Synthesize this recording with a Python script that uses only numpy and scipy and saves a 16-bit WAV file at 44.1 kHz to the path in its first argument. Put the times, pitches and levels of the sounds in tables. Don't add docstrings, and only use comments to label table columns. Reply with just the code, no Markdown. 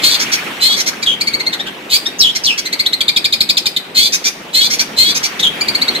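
import sys
import numpy as np
from scipy import signal
from scipy.fft import rfft, irfft
from scipy.io import wavfile
from scipy.ndimage import uniform_filter1d

SR = 44100
rng = np.random.default_rng(int(sys.argv[2]) if len(sys.argv) > 2 else 0)


def dump_mix(stems):
    frames = np.atleast_2d(stems).T
    limited = np.clip(frames, -1, 1)
    pcm = np.round(limited * 32767).astype(np.int16)
    wavfile.write(sys.argv[1], SR, pcm)


N = 264600

# frequency in Hz, noise density in dB.
WASH_COLOUR = [(25, -46), (60, -10.5), (130, -14.5), (185, 1.5), (330, 1), (600, -2.5), (1000, -0.5),
               (1600, 2.5), (2500, 4.5), (3300, 1), (4700, -9.5), (8000, -16.5), (14000, -19.5),
               (15500, -22)]
# frequency in Hz, left-right likeness from 0 to 1.
WASH_LIKENESS = [(50, 0.74), (200, 1), (400, 0.8), (800, 0.28), (2000, 0.056), (10000, 0.41)]
# time in seconds, roar and hiss in dB before their trims.
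WASH_RIDES = [(0.0, -31, -30), (0.35, -31, -28.5), (0.8, -32.5, -37), (1.52, -33, -38), (1.92, -36, -40),
              (3.06, -34.5, -40), (3.48, -36, -43), (4.16, -37, -43), (5.48, -30.5, -33.5),
              (6.0, -28.5, -31)]
# start, length and attack in seconds, level in dB, time to the break in seconds,
# level after it in dB, start and end pitch in Hz, roughness from 0 to 1, quarter lines before it in dB.
SCREECH_NOTES = [ (.020, 0.15, 0.023, -4.5, 0.08, -14.5, 4030, 4810, 0.57, -5.5),
                 (.603, 0.16, 0.022, -3, 0.083, -16, 3927, 4666, 0.31, -11),
                 (1.895, 0.084, 0.041, -7, 0.11, 1, 3610, 5184, 0.72, -6),
                 (3.946, .140, 0.031, 0, 0.068, -13, 4073, 4813, 0.47, -10.5),
                 (4.530, .150, 0.019, -2.5, 0.071, -12.5, 3950, 4757, 0.32, -12),
                 (4.964, .165, 0.024, -.5, 0.084, -15.5, 3960, 4730, 0.3, -13.5)]
# start and length in seconds, level in dB, pitch of the fifth line in Hz.
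RASP_NOTES = [ (.192, 0.047, -15, 5530), (.318, 0.04, -11.5, 5540), (.762, 0.047, -17.5, 5380),
              (.797, 0.022, -14, 5120), (.861, 0.033, -12.5, 5400), (2.349, 0.028, -15.5, 5350),
              (2.576, 0.022, -14.5, 5500), (4.122, 0.042, -11.5, 6250), (4.24, 0.0504, -12, 5886),
              (4.698, 0.059, -15, 5410), (4.787, 0.036, -11, 5805), (5.145, 0.038, -14.5, 6270),
              (5.229, 0.041, -13.5, 5740)]
# start and length in seconds, level in dB, top pitch in Hz, relative roughness.
CHIRP_NOTES = [ (1.025, 0.0101, -11.5, 4780, 0.25), (1.031, 0.0097, -13, 3930, 0.4),
               (1.209, 0.015, -8, 4640, 0.25), (1.269, 0.023, -10.5, 4584, .3),
               (1.335, 0.021, -9.5, 4520, 0.07), (1.396, 0.025, -15, 4380, 0.35),
               (1.463, 0.023, -9.5, 4400, 0.16), (1.525, 0.03, -14, 4034, 0.53),
               (1.592, 0.03, -16, 3770, 0.3), (1.657, 0.042, -23, 3206, .7),
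               (2.057, 0.026, -12, 3780, 0.13), (2.652, 0.028, -15.5, 4250, 0.39),
               (2.726, 0.019, -10.5, 4363, 0.37), (2.792, 0.024, -9, 4437, 0.26),
               (2.86, 0.014, -5, 4040, 0.24), (2.929, 0.016, -6.5, 4140, .3),
               (5.393, 0.021, -12, 3930, 0.68), (5.608, 0.0177, -9, 4750, 0.14),
               (5.683, 0.011, -6, 4670, 0.14), (5.748, 0.015, -8, 4515, 0.14),
               (5.815, 0.018, -6.5, 4520, 0.16), (5.879, 0.018, -8, 4320, 0.24),
               (5.948, 0.025, -12, 4150, 0.14)]
# start, length and attack in seconds, level in dB, start and resting pitch in Hz,
# fall time in seconds, opening roughness from 0 to 1.
WHISTLE_NOTES = [ (1.056, 0.097, 0.012, -11, 3650, 3173, .016, 0.42),
                 (2.185, 0.13, 0.037, -5, 5996, 3240, .034, 0.44),
                 (2.436, 0.11, 0.031, -7, 5780, 2680, 0.034, 0.71),
                 (5.422, 0.068, 0.0079, -8.5, 3490, 3256, 0.0292, 0.41)]
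# start and length in seconds, level in dB, pitch near the bottom of
# the dip and end pitch in Hz, opening roughness from 0 to 1.
TRILL_NOTES = [ (3.006, 0.014, -4, 3380, 4660, 0.68), (3.080, 0.02, -1, 3570, 4760, 0.34),
               (3.161, 0.022, -2.5, 3520, 4850, 0.49), (3.242, 0.023, -3, 3580, 4900, 0.51),
               (3.324, .025, -3, 3680, 5000, 0.54), (3.405, 0.017, -2, 3936, 5070, 0.53),
               (3.490, .023, -2.5, 3600, 5110, 0.55), (3.569, 0.02, -1.5, 3680, 5000, 0.55),
               (3.657, 0.019, -2, 3654, 5046, 0.81), (3.763, 0.0151, -6, 3557, 4135, 0.56)]
# multiple of the pitch, relative level in dB.
OVERTONE_PARTIALS = [(2, -18.5), (3, -25.5)]
HALF_PARTIALS = [(1 / 2, 7), (3 / 2, -3.6)]
QUARTER_PARTIALS = [(3 / 4, 0), (7 / 8, -2), (5 / 4, -6), (7 / 4, -18), (5 / 2, -30), (11 / 4, -28)]
# frequency in Hz, gain in dB.
TRACT_EQ = [(1500, -12), (2000, 0), (2350, 9.5), (2800, 4), (3500, 3), (4400, 6), (5400, 14), (6500, -1),
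            (8000, 5), (9500, -6), (12000, 11.5), (15500, -22)]
# frequency in Hz, noise density in dB.
THROAT_COLOUR = [(1000, -75), (1700, -31), (1920, -60), (2290, -63), (2510, 9.5), (2830, 5.5), (3500, 7),
                 (3770, -5), (4050, 6.5), (4700, 7), (5710, 4), (7530, 0), (9580, -8.5), (12400, -8.5),
                 (15500, -13.5)]
BEAK_COLOUR = [(940, -14), (1600, -1), (2010, 1), (2230, 4.5), (2830, -5.5), (3390, 0), (3950, 4),
               (4510, 7), (5250, 6.5), (5610, 12.5), (6350, 5), (7600, -10.5), (14500, -15), (15500, -38)]
# delay in milliseconds, left gain, right gain.
WALL_SLAPS = [(1.904, 0.39, -0.0038), (3.6766, -0.13, 0.86), (6.301, 0.6, -0.083), (8.36, 0.25, -0.15),
              (11.82, -0.3, 0.22), (16.5, 0.17, -0.053), (23.88, 0.17, 0.0014)]
# frequency in Hz, seconds to fall by 60 dB.
TAIL_DECAY = [(500, 0.11), (3000, 0.72), (5000, 0.55), (8000, 0.58), (14000, 0.49)]
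# frequency in Hz, left minus right level in dB.
SONG_PAN = [(2200, 0), (3200, 1.4), (4500, 2), (7500, -1.2), (9000, -.5), (12000, -2.5)]

BAND_LIMIT_HZ = 15700


def amp(db):
    return 10 ** (np.asarray(db) / 20)


def unit_rms(x):
    return x / np.sqrt(np.mean(x ** 2) + 1e-20)


def curve_at(points, hz):
    f, value = np.transpose(points)
    return np.interp(np.log(hz + 1), np.log(f + 1), value)


def add(mix, start, sound):
    part = mix[round(start * SR):][:len(sound)]
    part += sound[:len(part)]


def coloured_noise(colour, size):
    gain = amp(curve_at(colour, np.fft.rfftfreq(16384, 1 / SR)))
    return unit_rms(irfft(rfft(rng.standard_normal(16384)) * gain)[:size])


def wobble(top_hz, size):
    rolloff = 1 + (np.fft.rfftfreq(16384, 1 / SR) / top_hz) ** 4
    return unit_rms(irfft(rfft(rng.standard_normal(16384)) / rolloff))[:size]


def note_shape(t, attack_s, onset_db, release_s):
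    edges = np.clip(np.minimum(t / 0.001, (t[-1] - t) / release_s), 0, 1)
    return edges * amp(onset_db * np.maximum(1 - t / attack_s, 0))


def outdoor_wash(roar_trim_db=1, hiss_trim_db=6.5, split_hz=850):
    frames, hz = N // 256 + 5, np.fft.rfftfreq(1024, 1 / SR)
    a, b, c, d, patches = rng.standard_normal((frames, len(hz), 5)).T
    likeness = np.clip(curve_at(WASH_LIKENESS, hz), -1, 1)[:, None]
    left = a + 1j * b
    right = likeness * left + np.sqrt(1 - likeness ** 2) * (c + 1j * d)
    patches = uniform_filter1d(uniform_filter1d(patches, size=14, axis=0), size=4, axis=1)
    colour = amp(curve_at(WASH_COLOUR, hz)[:, None] + 2.2 * unit_rms(patches))
    noise = signal.istft(np.array([left, right]) * colour, nperseg=1024, noverlap=768)[1][:, :N]
    low = signal.sosfiltfilt(signal.butter(2, split_hz, fs=SR, output="sos"), noise)
    times, roar_db, hiss_db = np.transpose(WASH_RIDES)
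    t = np.arange(N) / SR
    roar = unit_rms(low) * amp(roar_trim_db + np.interp(t, times, roar_db))
    hiss = unit_rms(noise - low) * amp(hiss_trim_db + np.interp(t, times, hiss_db))
    return roar + hiss


def syrinx(hz, rough, half_db, bright_db, air, jitter, jitter_hz=650, quarter_db=None,
           flutter=0.52, flutter_hz=450):
    size, rough = len(hz), np.clip(rough, 0, 1)
    phase = 2 * np.pi * np.cumsum(hz * (1 + jitter * rough * wobble(jitter_hz, size))) / SR
    families = [([(1, 0)], 0), (OVERTONE_PARTIALS, bright_db), (HALF_PARTIALS, half_db)]
    if quarter_db is not None:
        families.append((QUARTER_PARTIALS, quarter_db))
    tone = np.zeros(size)
    for lines, family_db in families:
        for k, db in lines:
            beak_db = bright_db if 1 < k < 2 else 0
            gain = amp(db + family_db + beak_db + curve_at(TRACT_EQ, k * hz))
            tone += gain * np.sin(k * phase) * (k * hz < BAND_LIMIT_HZ)
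    air_share = np.clip(air * rough ** 2, 0, 1)
    breath = np.sqrt(air_share) * coloured_noise(THROAT_COLOUR, size)
    voice = np.sqrt(1 - air_share) * unit_rms(tone) + breath
    return unit_rms(voice * np.exp(flutter * rough * wobble(flutter_hz, size)))


def beak_notches(voice):
    for hz, width_hz in ((2800, 450), (5500, 1100)):
        voice = signal.lfilter(*signal.iirnotch(hz, hz / width_hz, fs=SR), voice)
    return unit_rms(voice)


def screech(start, length, attack_s, db, break_s, hoarse_db, start_hz, end_hz, rough, quarter_db,
            sag_db_per_s=84, crack_s=0.0085):
    t = np.arange(0, length, 1 / SR)
    glide_hz = start_hz + (end_hz - start_hz) * (t / length) ** 0.9
    hz = glide_hz * (1 + 0.0094 * wobble(70, len(t)))
    past_break = (t - break_s) / crack_s
    broken = (1 + np.tanh(past_break)) / 2
    clear_db = db - sag_db_per_s * np.maximum(t - attack_s, 0)
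    dip_db = -2 * np.exp(-past_break ** 2)
    level_db = clear_db + (hoarse_db - clear_db) * broken + dip_db
    split_db = quarter_db + (5 - quarter_db) * broken
    voice = syrinx(hz, rough + 0.15 * broken, half_db=-22.5, bright_db=-2.5, air=0.35, jitter=0.045,
                   jitter_hz=920, quarter_db=split_db, flutter=0.67, flutter_hz=453)
    swell = amp(level_db) * note_shape(t, attack_s, onset_db=-19.5, release_s=0.019)
    return start, swell * beak_notches(voice)


def rasp(start, length, db, hz, jitter=0.0379, jitter_hz=700, grain=0.27, grain_hz=400):
    size = int(length * SR)
    progress = np.arange(size) / size
    base_hz = hz / 5
    bend = 0.98 + 0.04 * progress + jitter * wobble(jitter_hz, size)
    phase = 2 * np.pi * np.cumsum(base_hz * bend) / SR
    lines = sum(amp(curve_at(BEAK_COLOUR, k * base_hz)) * np.sin(k * phase + 2 * np.pi * rng.random())
                for k in range(2, 14))
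    voice = unit_rms(lines) + coloured_noise(BEAK_COLOUR, size)
    voice *= np.exp(grain * wobble(grain_hz, size))
    return start, amp(db) * unit_rms(voice) * np.sin(np.pi * progress) ** 0.4


def time_in_run(starts, pause_s=0.12):
    after_pause = np.diff(starts, prepend=-np.inf) > pause_s
    return starts - np.maximum.accumulate(starts * after_pause)


def chirp(start, length, db, top_hz, rough, in_run_s, crest=0.701, attack=0.34, release=0.9,
          lead_s=0.0077, lead_db=-15, typical_db=-11.5, typical_hz=4570):
    t = np.arange(-lead_s, length, 1 / SR)
    progress = np.maximum(t / length, 0)
    accent_db = db - typical_db
    sweep = 0.12 * amp(accent_db) ** 0.573
    half_db = -11.5 - accent_db
    hz = top_hz * (1 - sweep * (1 - progress / crest) ** 2)
    bright_db = 7.5 + 33 * np.log2(top_hz / typical_hz) - 31.5 * in_run_s
    lead_in = amp(lead_db) * np.minimum(1 + t / lead_s, 1)
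    rise = np.maximum(np.sin(np.pi / 2 * np.minimum(progress / attack, 1)), lead_in)
    fall = np.sin(np.pi / 2 * np.minimum((1 - progress) / release, 1))
    shake = np.interp(progress, [0, 0.2, 1], [0.7, 1.35 * rough, 1.05 * rough])
    voice = syrinx(hz, shake, half_db, bright_db, air=0.1, jitter=0.104)
    return start - lead_s, amp(db) * rise * fall * voice


def whistle(start, length, attack_s, db, start_hz, rest_hz, fall_s, rough,
            warble=0.0352, warble_hz=150, settled_rough=0.22, fade_db_per_s=99):
    t = np.arange(0, length, 1 / SR)
    height = np.exp(-(t / fall_s) ** 2)
    hz = (rest_hz + (start_hz - rest_hz) * height) * (1 + warble * wobble(warble_hz, len(t)))
    shake = settled_rough + (rough - settled_rough) * height
    fade = amp(db - fade_db_per_s * np.maximum(t - attack_s, 0))
    voice = syrinx(hz, shake, half_db=-37, bright_db=-1.5, air=0.18, jitter=0.15,
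                   flutter=0.9, flutter_hz=294)
    return start, fade * note_shape(t, attack_s, onset_db=-18, release_s=0.015) * voice


def chip(start, length, db, dip_hz, end_hz, rough):
    progress = np.arange(int(length * SR)) / (length * SR)
    hz = np.interp(progress, [0, 0.27, 0.55, 1], [1.2 * dip_hz, 0.96 * dip_hz, end_hz, end_hz])
    shake = rough * np.interp(progress, [0, 0.15, 0.45], [1, 0.45, 0.85])
    swell = np.interp(progress, [0, 0.15, 0.33, 0.65, 1], [0.15, 0.98, 0.84, 0.37, 0])
    split_db = np.interp(progress, [0.3, 0.55], [-20, -4])
    voice = syrinx(hz, shake, half_db=split_db - 9, bright_db=-4, air=0.21, jitter=0.14,
                   jitter_hz=810, quarter_db=split_db)
    return start, amp(db) * swell * beak_notches(voice)


def wall_echoes(song, lag_ms=0.273, scatter_db=-7, scatter_s=0.11, tail_db=-16):
    size = SR // 2
    t, hz = np.arange(size) / SR, np.fft.rfftfreq(size, 1 / SR)
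    paths = np.array([np.exp(-2j * np.pi * hz * lag_ms / 1000), np.ones(len(hz))])
    for ms, left, right in WALL_SLAPS:
        paths += np.array([[left], [right]]) * np.exp(-2j * np.pi * hz * ms / 1000)
    taps = rng.standard_normal((2, 2, size)) * (rng.random((2, 2, size)) < 0.1) * (t > 0.003)
    scatter = taps[0] * amp(-60 * t / scatter_s)
    band_hz, frame_s, bands = signal.stft(taps[1], SR, nperseg=256)
    decay = amp(-60 * frame_s / curve_at(TAIL_DECAY, band_hz)[:, None])
    tail = signal.istft(bands * decay, SR, nperseg=256)[1][:, :size]
    diffuse_db = curve_at([(2000, 6.1), (4000, 2.4), (6000, 1.3), (9000, 9.3)], hz)
    for db, part in ((scatter_db, scatter), (tail_db, tail)):
        paths += amp(db + diffuse_db) * rfft(part / np.linalg.norm(part[0]))
    pan_db = curve_at(SONG_PAN, hz)
    paths *= amp(np.array([pan_db, -pan_db]) / 2)
    lead = 256
    response = np.roll(irfft(paths), lead, axis=1)
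    return signal.fftconvolve(song[None], response, axes=1)[:, lead:lead + N]


def scene():
    song = np.zeros(N)
    for row, in_run_s in zip(CHIRP_NOTES, time_in_run(np.array(CHIRP_NOTES)[:, 0])):
        add(song, *chirp(*row, in_run_s))
    for table, note in ((SCREECH_NOTES, screech), (RASP_NOTES, rasp),
                        (WHISTLE_NOTES, whistle), (TRILL_NOTES, chip)):
        for row in table:
            add(song, *note(*row))
    return amp(-0.5) * wall_echoes(song) + outdoor_wash()


def record(dry, bend=0.21, thud_band_hz=(78, 450)):
    thuds = signal.sosfilt(signal.butter(1, thud_band_hz, "bandpass", fs=SR, output="sos"), dry ** 2)
    bent = dry + bend * thuds
    clipped = bent / (1 + bent ** 8) ** (1 / 8)
    lowpass = signal.firwin(511, BAND_LIMIT_HZ, window=("kaiser", 9), fs=SR)
    return signal.oaconvolve(clipped, lowpass[None], "same")


dry = scene()
out = record(dry)
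dump_mix(out)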